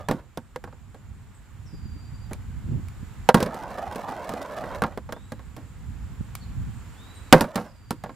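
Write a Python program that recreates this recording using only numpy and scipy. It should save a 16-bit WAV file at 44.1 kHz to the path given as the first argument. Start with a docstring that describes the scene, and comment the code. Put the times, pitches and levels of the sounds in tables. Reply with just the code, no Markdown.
"""Golf chips into a plastic tub

A club clicks; a second later the ball slams into a tub close to the camera, bounces and rattles,
ringing its wall and floor. One ball circles the wall before it drops. Light wind, insects and
whistling birds lie behind. The slams overload the camera and push its gain down."""
import sys
import numpy as np
from scipy import signal
from scipy.fft import rfft, irfft, next_fast_len
from scipy.io import wavfile
from scipy.ndimage import uniform_filter1d, map_coordinates

SR = 44100
rng = np.random.default_rng(int(sys.argv[2]) if len(sys.argv) > 2 else 0)


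def digitize_waveform(pressure):
    """Quantize a signal to 16-bit integers and store it at the path in sys.argv[1].

    Rows of a 2-D input are taken as channels; values are limited to [-1, 1].
    """
    field = np.atleast_2d(pressure).T
    bounded = np.clip(field, -1, 1)
    quanta = np.round(bounded * 32767).astype(np.int16)
    wavfile.write(sys.argv[1], SR, quanta)


N = 359415

# left-right coherence of diffuse and of close sound: (frequency [Hz], coherence [1])
DIFFUSE = [(60, 0.4), (150, 0.6), (380, 0.39), (950, 0.95), (2380, 0.56), (5980, 0.32), (15000, -0.66)]
NEAR = [(200, 1), (1500, .97), (4000, 0.9), (12000, 0.42)]
# spectrum of contact crack and brushed grass: (frequency [Hz], level [dB])
CRACK_SPECTRUM = [(800, -55), (2200, 4), (4500, 1), (6500, -2.5), (11000, -2.5), (15500, -8.5)]


def amp(db):
    """Decibels to gain."""
    return 10 ** (np.asarray(db) / 20)


def unit(x):
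    """Scale to rms 1."""
    return x / np.sqrt(np.mean(x ** 2) + 1e-20)


def unit_onset(x):
    """Scale to rms 1 over the first 20 ms."""
    return x / np.sqrt(np.mean(x[..., :SR // 50] ** 2) + 1e-20)


def log_interp(points, hz):
    """Interpolate (Hz, value) points on a log frequency axis."""
    knot_hz, values = np.transpose(points)
    return np.interp(np.log(hz + 1), np.log(knot_hz + 1), values)


def wobble(rate_hz):
    """Smooth random curve with knots at rate_hz."""
    knots = rng.standard_normal(int(N * rate_hz / SR) + 4)
    return map_coordinates(knots, [np.arange(N) * rate_hz / SR])


def filtered(x, response):
    """Zero-phase filter with gain response(hz)."""
    n = x.shape[-1]
    padded = next_fast_len(n + 4096)
    return irfft(rfft(x, padded) * response(np.fft.rfftfreq(padded, 1 / SR)), padded)[..., :n]


def noise(spectrum, coherence, size=N):
    """Stereo noise of rms 1 with given spectrum and coherence."""
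    def mid_side(hz):
        angle = np.arccos(np.clip(log_interp(coherence, hz), 0, 1)) / 2
        return amp(log_interp(spectrum, hz)) * [np.cos(angle), np.sin(angle)]
    mid, side = filtered(rng.standard_normal((2, size)), mid_side)
    return unit(np.array([mid + side, mid - side]))


def add(track, start_s, sound):
    """Mix sound into track at start_s."""
    part = track[:, max(0, round(start_s * SR)):][:, :sound.shape[-1]]
    part += sound[:, :part.shape[-1]]


def lawn(air_db=-52, insects_db=-63, twitter_db=-72):
    """Even rush of open air, shrill insects and a high twitter that comes and goes."""
    # spectra: (frequency [Hz], level [dB])
    air_spectrum = [(150, -28), (250, -6), (510, -12.5), (576, -16.5), (860, -11), (1500, -12.5),
                    (5830, -28), (7310, -29), (8850, -29.5), (14700, -31), (16000, -37.5)]
    insect_spectrum = [(6000, -34.5), (6900, -14.5), (7300, -10.5), (7700, -16.5), (8600, -28.5),
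                       (9500, -42.5)]
    twitter_spectrum = [(7400, -42), (8000, 3.5), (8300, -1), (8700, -8), (9300, -38.5)]
    air = amp(air_db + .13 * wobble(2.6)) * noise(air_spectrum, DIFFUSE)
    insects = amp(insects_db + .55 * wobble(2.3) + wobble(50)) * noise(insect_spectrum, DIFFUSE)
    twitter = amp(twitter_db + 3.8 * wobble(13)) * noise(twitter_spectrum, DIFFUSE)
    return air + insects + twitter


def wind(flutter_db=2):
    """A light breeze rumbles on the microphone, with a few sharper puffs."""
    # breeze strength: (time [s], level [dB])
    strength = [(0, -34), (.35, -41), (1.08, -35.5), (1.5, -41), (1.8, -32.5), (2.35, -31.5), (2.75, -31),
                (2.95, -36), (3.25, -35.5), (3.6, -38), (4.5, -44), (4.85, -34), (5.7, -38), (5.95, -31.5),
                (6.42, -37.5), (6.6, -27), (6.97, -44.5), (8.15, -39)]
    # puffs: (time [s], level [dB], Gaussian sigma [s])
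    puffs = [(1.744, -25.5, 0.0076), (1.857, -26, 0.0047), (1.964, -30.5, 0.0073), (2.741, -23, 0.041),
             (3.033, -32.5, 0.0064), (6.212, -21, 0.002)]
    # spectra: (frequency [Hz], level [dB])
    rumble_spectrum = [(12, -29), (25, -8.5), (60, 3), (100, 2), (160, -8), (230, -11.5), (300, -23.5),
                       (450, -42), (900, -90), (2000, -120)]
    puff_spectrum = [(40, -16.5), (140, 5), (250, -7), (450, -23), (900, -49), (3000, -120)]
    t = np.arange(N) / SR
    breeze_gain = amp(np.interp(t, *np.transpose(strength)))
    rumble = unit(amp(flutter_db * wobble(35)) * noise(rumble_spectrum, DIFFUSE))
    puff_gain = sum(amp(db) * np.exp(-((t - at_s) / sigma_s) ** 2 / 2) for at_s, db, sigma_s in puffs)
    return breeze_gain * rumble + puff_gain * noise(puff_spectrum, DIFFUSE)


def whistle(length_s, start_hz, target_hz, glide_s, sag_hz_per_s, fade_db_per_s, edge_s=.03):
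    """Pitch and gain of a whistle that glides onto its note, sags and fades."""
    t = np.arange(round(length_s * SR)) / SR
    hz = target_hz + (start_hz - target_hz) * np.exp(-t / glide_s) - sag_hz_per_s * t
    edges = np.clip(np.minimum(t, length_s - t) / edge_s, 0, 1)
    return hz, edges * amp(-fade_db_per_s * t)


def chirp(length_s, mid_hz, drop_hz=350, arch_hz=375):
    """Pitch and gain of a short note that arches over and drops."""
    u = np.linspace(-.5, .5, round(length_s * SR))
    return mid_hz - drop_hz * u - arch_hz * (2 * u) ** 2, np.sqrt(np.abs(np.cos(np.pi * u)))


def birds(trees_t60_s=.38, gain_db=-5):
    """Thin whistles and chirps, raspy where they slide down, smeared by trees round the lawn."""
    # whistles: (start [s], length [s], relative level [dB])
    rising = [(.02, 0.22, -53), (5.125, 0.31, -51.5), (6.955, 0.4, -51)]
    falling = [(1.645, 0.67, -50), (7.63, .6, -54)]
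    # their shapes: (start [Hz], target [Hz], glide [s], sag [Hz/s], fade [dB/s])
    rise = (3170, 4120, .068, 680, 34)
    fall = (6150, 4700, .04, 10, 11)
    # chirps: (middle [s], length [s], pitch [Hz], relative level [dB])
    chirps = [(1.355, .045, 8000, -53), (5.25, .055, 7850, -55), (6.425, .05, 4420, -52),
              (7.16, .07, 8520, -56), (7.28, .1, 4470, -64)]
    notes = [(at_s, db, *whistle(length_s, *rise)) for at_s, length_s, db in rising]
    notes += [(at_s, db, *whistle(length_s, *fall)) for at_s, length_s, db in falling]
    notes += [(mid_s - length_s / 2, db, *chirp(length_s, hz)) for mid_s, length_s, hz, db in chirps]
    song, t = np.zeros((1, N)), np.arange(SR // 2) / SR
    modulation = np.array([1 + .005 * wobble(70), amp(3.6 * wobble(50)), wobble(1100)])
    for at_s, db, hz, gain in notes:
        jitter, flutter, rasp = np.roll(modulation, -round(at_s * SR), axis=1)[:, :len(hz)]
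        downslide = np.clip(-np.gradient(hz) * SR / 15000, 0, 1)
        pitch_hz = hz * jitter + 260 * downslide * rasp
        tone = np.sin(2 * np.pi * np.cumsum(pitch_hz) / SR)
        add(song, at_s, (amp(db) * gain * flutter * tone)[None])
    tail = rng.standard_normal((2, len(t))) * amp(-60 * t / trees_t60_s)
    reverb = signal.fftconvolve(song, tail / np.linalg.norm(tail[0]), axes=1)[:, :N]
    return amp(gain_db) * (song + reverb)


def club(head_hz=2300, head_t60_s=.018, click_t60_s=.012, grass_db=-22, grass_t60_s=.12):
    """The club clicks on the ball, rings briefly and brushes the grass."""
    # strokes: (time [s], level [dB], head ring re click [dB])
    strokes = [(2.3327, -25.5, -8), (2.885, -39, -4), (6.3526, -22, -5.5)]
    # (frequency [Hz], level [dB])
    click_spectrum = [(300, -36), (1000, 10), (3500, 1.5), (6000, 0.5), (10000, 6), (15500, -3)]
    out, t = np.zeros((2, N)), np.arange(SR // 5) / SR
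    for at_s, db, ring_db in strokes:
        click = noise(click_spectrum, NEAR, len(t)) * amp(-60 * t / click_t60_s)
        ring = amp(ring_db - 60 * t / head_t60_s) * np.sin(2 * np.pi * head_hz * t)
        grass = noise(CRACK_SPECTRUM, DIFFUSE, len(t)) * amp(grass_db - 60 * t / grass_t60_s)
        add(out, at_s, amp(db) * (click + ring + grass))
    return out


def divot(at_s=2.311, level_db=-27.5, t60_s=.15):
    """On one swing the club thumps the ground just before the ball."""
    # (frequency [Hz], level [dB])
    thump_spectrum = [(50, -1.5), (200, -0.5), (350, -6.5), (600, -9), (1500, -16), (5000, -49),
                      (15000, -41)]
    out, t = np.zeros((2, N)), np.arange(SR // 5) / SR
    add(out, at_s, noise(thump_spectrum, NEAR, len(t)) * amp(level_db - 60 * t / t60_s))
    return out


def rim_resonances(x, surge_sigma_s=.018, surge_width=.33):
    """Waves run both ways round the rim: as the ball circles, one comb rises and another falls."""
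    # strongest wall resonance: (time [s], frequency [Hz])
    peak_track = [(3.45, 520), (3.55, 980), (3.8, 630), (3.92, 900), (4, 720), (4.07, 1000), (4.16, 740),
                  (4.38, 615), (4.78, 590)]
    # surges around it: (time [s], boost [dB])
    surges = [(3.66, 2), (3.84, 4.5), (4.05, 11), (4.385, 5.5), (4.6, 6), (4.77, -0.5)]
    hz, t, spectrum = signal.stft(x, SR, nperseg=1024, noverlap=768)
    hz = hz[:, None]
    rising = np.cos(2 * np.pi * (hz - 2100 * t) / 560)
    falling = np.cos(2 * np.pi * (hz + 1700 * t) / 430)
    combs_db = np.clip(hz / 900, 0, 1) * (3.8 * rising + 3 * falling)
    offset = hz / np.interp(t, *np.transpose(peak_track)) - 1
    peak_db = 8.5 * np.exp(-(offset / .09) ** 2)
    surge_db = sum(db * np.exp(-((t - at_s) / surge_sigma_s) ** 2 / 2) for at_s, db in surges)
    gain = amp(combs_db + peak_db + surge_db * np.exp(-(offset / surge_width) ** 2))
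    return signal.istft(spectrum * gain, SR, nperseg=1024, noverlap=768)[1][:, :N]


def roll_envelope(attack_s=.006, skid_s=.05, loss_db_per_s=2, stop_db_per_s=259):
    """Each roll starts with a skid, slowly loses force and stops."""
    # rolls: (start [s], end [s], level [dB], skid boost [dB])
    rolls = [(-.03, 0.015, -32, 4), (0.135, .2, -42, 12.5), (3.368, 4.779, -29, 17.5),
             (4.853, 4.928, -41, 11.5), (7.361, 7.664, -35.5, 27)]
    t, envelope = np.arange(N) / SR, np.zeros(N)
    for start_s, end_s, db, skid_db in rolls:
        age_s = np.maximum(t - start_s, 0)
        lost_db = loss_db_per_s * age_s + stop_db_per_s * np.maximum(t - end_s, 0)
        attack = np.minimum(age_s / attack_s, 1)
        envelope += attack * amp(db + skid_db * np.exp(-age_s / skid_s) - lost_db)
    return envelope


def rolling(bumps_db=2, grit_db=4.5, grit_hz=2400):
    """The dimpled ball rumbles along the wall and crunches over grit."""
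    # (frequency [Hz], level [dB])
    roll_spectrum = [(70, -25), (120, -9.5), (200, -2), (370, -6.5), (620, 0), (900, -3), (1300, -6.5),
                     (1700, -11.5), (2300, -19.5), (4500, -27), (9000, -34), (15000, -37)]
    rumble = rim_resonances(noise(roll_spectrum, NEAR))
    treble = filtered(rumble, lambda hz: 1 / (1 + (grit_hz / (hz + 1)) ** 4))
    crunch = unit(amp(grit_db * (wobble(300) + .4 * wobble(50))))
    return roll_envelope() * amp(bumps_db * wobble(70)) * unit(rumble - treble + treble * crunch)


def crack(t, buzz_t60_s, buzz_db=-20, tick_db=3, tick_t60_s=.003, chatter_t60_s=.026):
    """First touch ticks; the thin plastic chatters against the ball, then buzzes faintly."""
    tick = amp(tick_db - 60 * t / tick_t60_s)
    roughness = amp(3 * np.interp(t, np.linspace(0, t[-1], 300), rng.standard_normal(300)))
    chatter = (1 - np.exp(-t / .00098)) * amp(-60 * t / chatter_t60_s)
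    buzz = amp(buzz_db - 60 * t / buzz_t60_s)
    return unit_onset(noise(CRACK_SPECTRUM, NEAR, len(t)) * (tick + roughness * (chatter + buzz)))


def tub_knocks(rattle_db=1, thud_db=4, spot_db=9, floor_below_hz=350, boom_attack_s=.00095):
    """Each contact cracks, rings the wall at new strengths and booms the tub's floor."""
    # hits: (time [s], level [dB], boom re knock [dB], crack re knock [dB], base t60 [s], spot [Hz])
    hits = [(.086, -15, 0, -14, .16, 820), (.1115, -14.5, -3.5, -15, 0.1, 740),
            (.374, -24, -1.5, -11, 0.073, 840), (.56, -23.5, -10, -16, .05, 547),
            (.64, -31.5, -1, -14, 0.094, 1040), (.945, -40.5, -2, -16, 0.13, 587),
            (3.2895, -6, -15.5, -20.5, 0.085, 745), (3.344, -7.5, 3, -11, 0.092, 890),
            (3.404, -17.5, -5.5, -15, 0.17, 580), (3.427, -17.5, -0.5, -8, 0.085, 600),
            (3.461, -23.5, 1, -14.5, 0.15, 563), (3.544, -32, -2, -9, 0.11, 720),
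            (3.9583, -29.5, -0.5, -8.5, 0.12, 641), (4.292, -27, -3.5, -10.5, 0.13, 810),
            (4.338, -27.5, -3, -18, 0.087, 640), (4.82, -18, -3, -18, 0.11, 940),
            (4.975, -27, -3.5, -17.5, 0.067, 715), (5.124, -28, -8, -10.5, 0.073, 600),
            (5.32, -32.5, 2.5, -11, 0.087, 670), (5.565, -41.5, 1.5, -6, .25, 730),
            (7.326, 1.5, -3, -14, .12, 670), (7.409, -13.5, 1, -7, 0.1, 830),
            (7.5571, -20, 3.5, -6, 0.21, 730), (7.907, -22.5, 2, -6, 0.089, 1040),
            (8.038, -27.5, -4, -16, .11, 767)]
    # dull touches: (time [s], level [dB])
    nudges = [(0.675, -36.5), (0.726, -41), (3.781, -29.5), (4.084, -29.5), (4.6389, -29.5), (4.665, -39),
              (4.723, -34.5), (4.838, -18), (5.091, -32.5), (5.164, -38), (5.394, -44), (7.442, -24),
              (7.577, -23.5), (8.06, -34.5), (8.094, -34)]
    # floor and wall modes: (frequency [Hz], level [dB], t60 / base t60 [1])
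    tub_modes = [(143.2, -1, 1.3), (224.7, 7, 1.3), (286.5, 0.5, 1), (473, -0.5, .8), (506.7, 4.5, 1.2),
                 (590, 1.5, .9), (789, -14.5, .9), (812, -4.5, .8), (931, -4, 1.1), (1094, -2, .9),
                 (1292, -11, .9), (1394, -5.5, .9), (1606, -3.5, 1), (1880, -25.5, .5), (2380, -42, .7),
                 (2670, -27, .5), (3200, -18, .5), (3890, -9, .4)]
    # dense weak wall modes; thud of the whole tub: (frequency [Hz], level [dB])
    rattle_spectrum = [(200, -27), (420, 3), (900, -6.5), (1700, -4.5), (2200, -12), (3200, -22),
                       (5000, -23.5), (9000, -46.5)]
    thud_spectrum = [(25, -6.5), (80, -6.5), (170, 7.5), (320, 0.5), (480, -9.5), (1000, -52.5)]
    contacts = list(hits) + [(at_s, db, -5, -32, .097, 862) for at_s, db in nudges]
    out, t = np.zeros((2, N)), np.arange(SR // 5) / SR
    hz, mode_db, t60_ratio = np.transpose(tub_modes)[:, :, None]
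    is_floor = hz[:, 0] < floor_below_hz
    for at_s, db, boom_db, crack_db, t60_s, spot_hz in contacts:
        # the struck spot favours modes near its own pitch
        favour_db = lambda f: spot_db * np.exp(-2 * np.log2((f + 1) / spot_hz) ** 2)
        strength, detune, polarity = rng.standard_normal((3, len(tub_modes), 1))
        tones = np.sign(polarity) * np.sin(2 * np.pi * hz * (1 + .025 * detune) * t)
        modes = tones * amp(mode_db + favour_db(hz) + 2 * strength - 60 * t / (t60_s * t60_ratio))
        weak_modes = filtered(noise(rattle_spectrum, NEAR, len(t)), lambda f: amp(favour_db(f)))
        rattle = unit_onset(weak_modes * amp(-60 * t / (.67 * t60_s)))
        thud = unit_onset(noise(thud_spectrum, NEAR, len(t)) * amp(-60 * t / (1.38 * t60_s)))
        knock = unit_onset(unit_onset(modes[~is_floor].sum(0)) + amp(rattle_db) * rattle)
        floor = unit_onset(modes[is_floor].sum(0)) + amp(thud_db) * thud
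        boom = unit_onset(floor * (1 - np.exp(-t / boom_attack_s)))
        snap = crack(t, buzz_t60_s=1.52 * t60_s)
        add(out, at_s, amp(db) * (knock + amp(boom_db) * boom + amp(crack_db) * snap))
    return out


def scene():
    """Close tub over a quiet lawn; the right microphone hears a little more."""
    # microphone balance: (frequency [Hz], left minus right [dB])
    balance = [(60, -3.5), (400, -2.5), (1300, -3), (4400, -1.5), (8000, -1.7), (14000, 0.3)]
    mix = tub_knocks() + rolling() + club() + divot() + birds() + wind() + lawn()
    return filtered(mix, lambda hz: amp(np.outer([.5, -.5], log_interp(balance, hz))))


def gain_control(x, threshold_db=-21, max_cut_db=8.5, start_cut_db=11, release_db_per_s=3, lag_s=.018):
    """The gain starts low and creeps up; loud blows pull it down fast."""
    power = np.abs(uniform_filter1d(np.mean(x ** 2, 0), size=441, origin=220))  # last 10 ms
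    cut_db = np.clip(10 * np.log10(power + 1e-12) - threshold_db, 0, max_cut_db)
    cut_db[0] = start_cut_db
    release_db = release_db_per_s * np.arange(N) / SR
    held_db = np.maximum.accumulate(cut_db + release_db) - release_db
    pole = np.exp(-1 / (lag_s * SR))
    smooth_db = start_cut_db + signal.lfilter([1 - pole], [1, -pole], held_db - start_cut_db)
    return x * amp(-smooth_db)


def record(dry, ceiling=.96, cutoff_hz=15600):
    """Camera: automatic gain, clipping of the hardest slams, steep low-pass."""
    clipped = np.clip(gain_control(dry), -ceiling, ceiling)
    return filtered(clipped, lambda hz: 1 / (1 + (hz / cutoff_hz) ** 80))


dry = scene()
out = record(dry)
digitize_waveform(out)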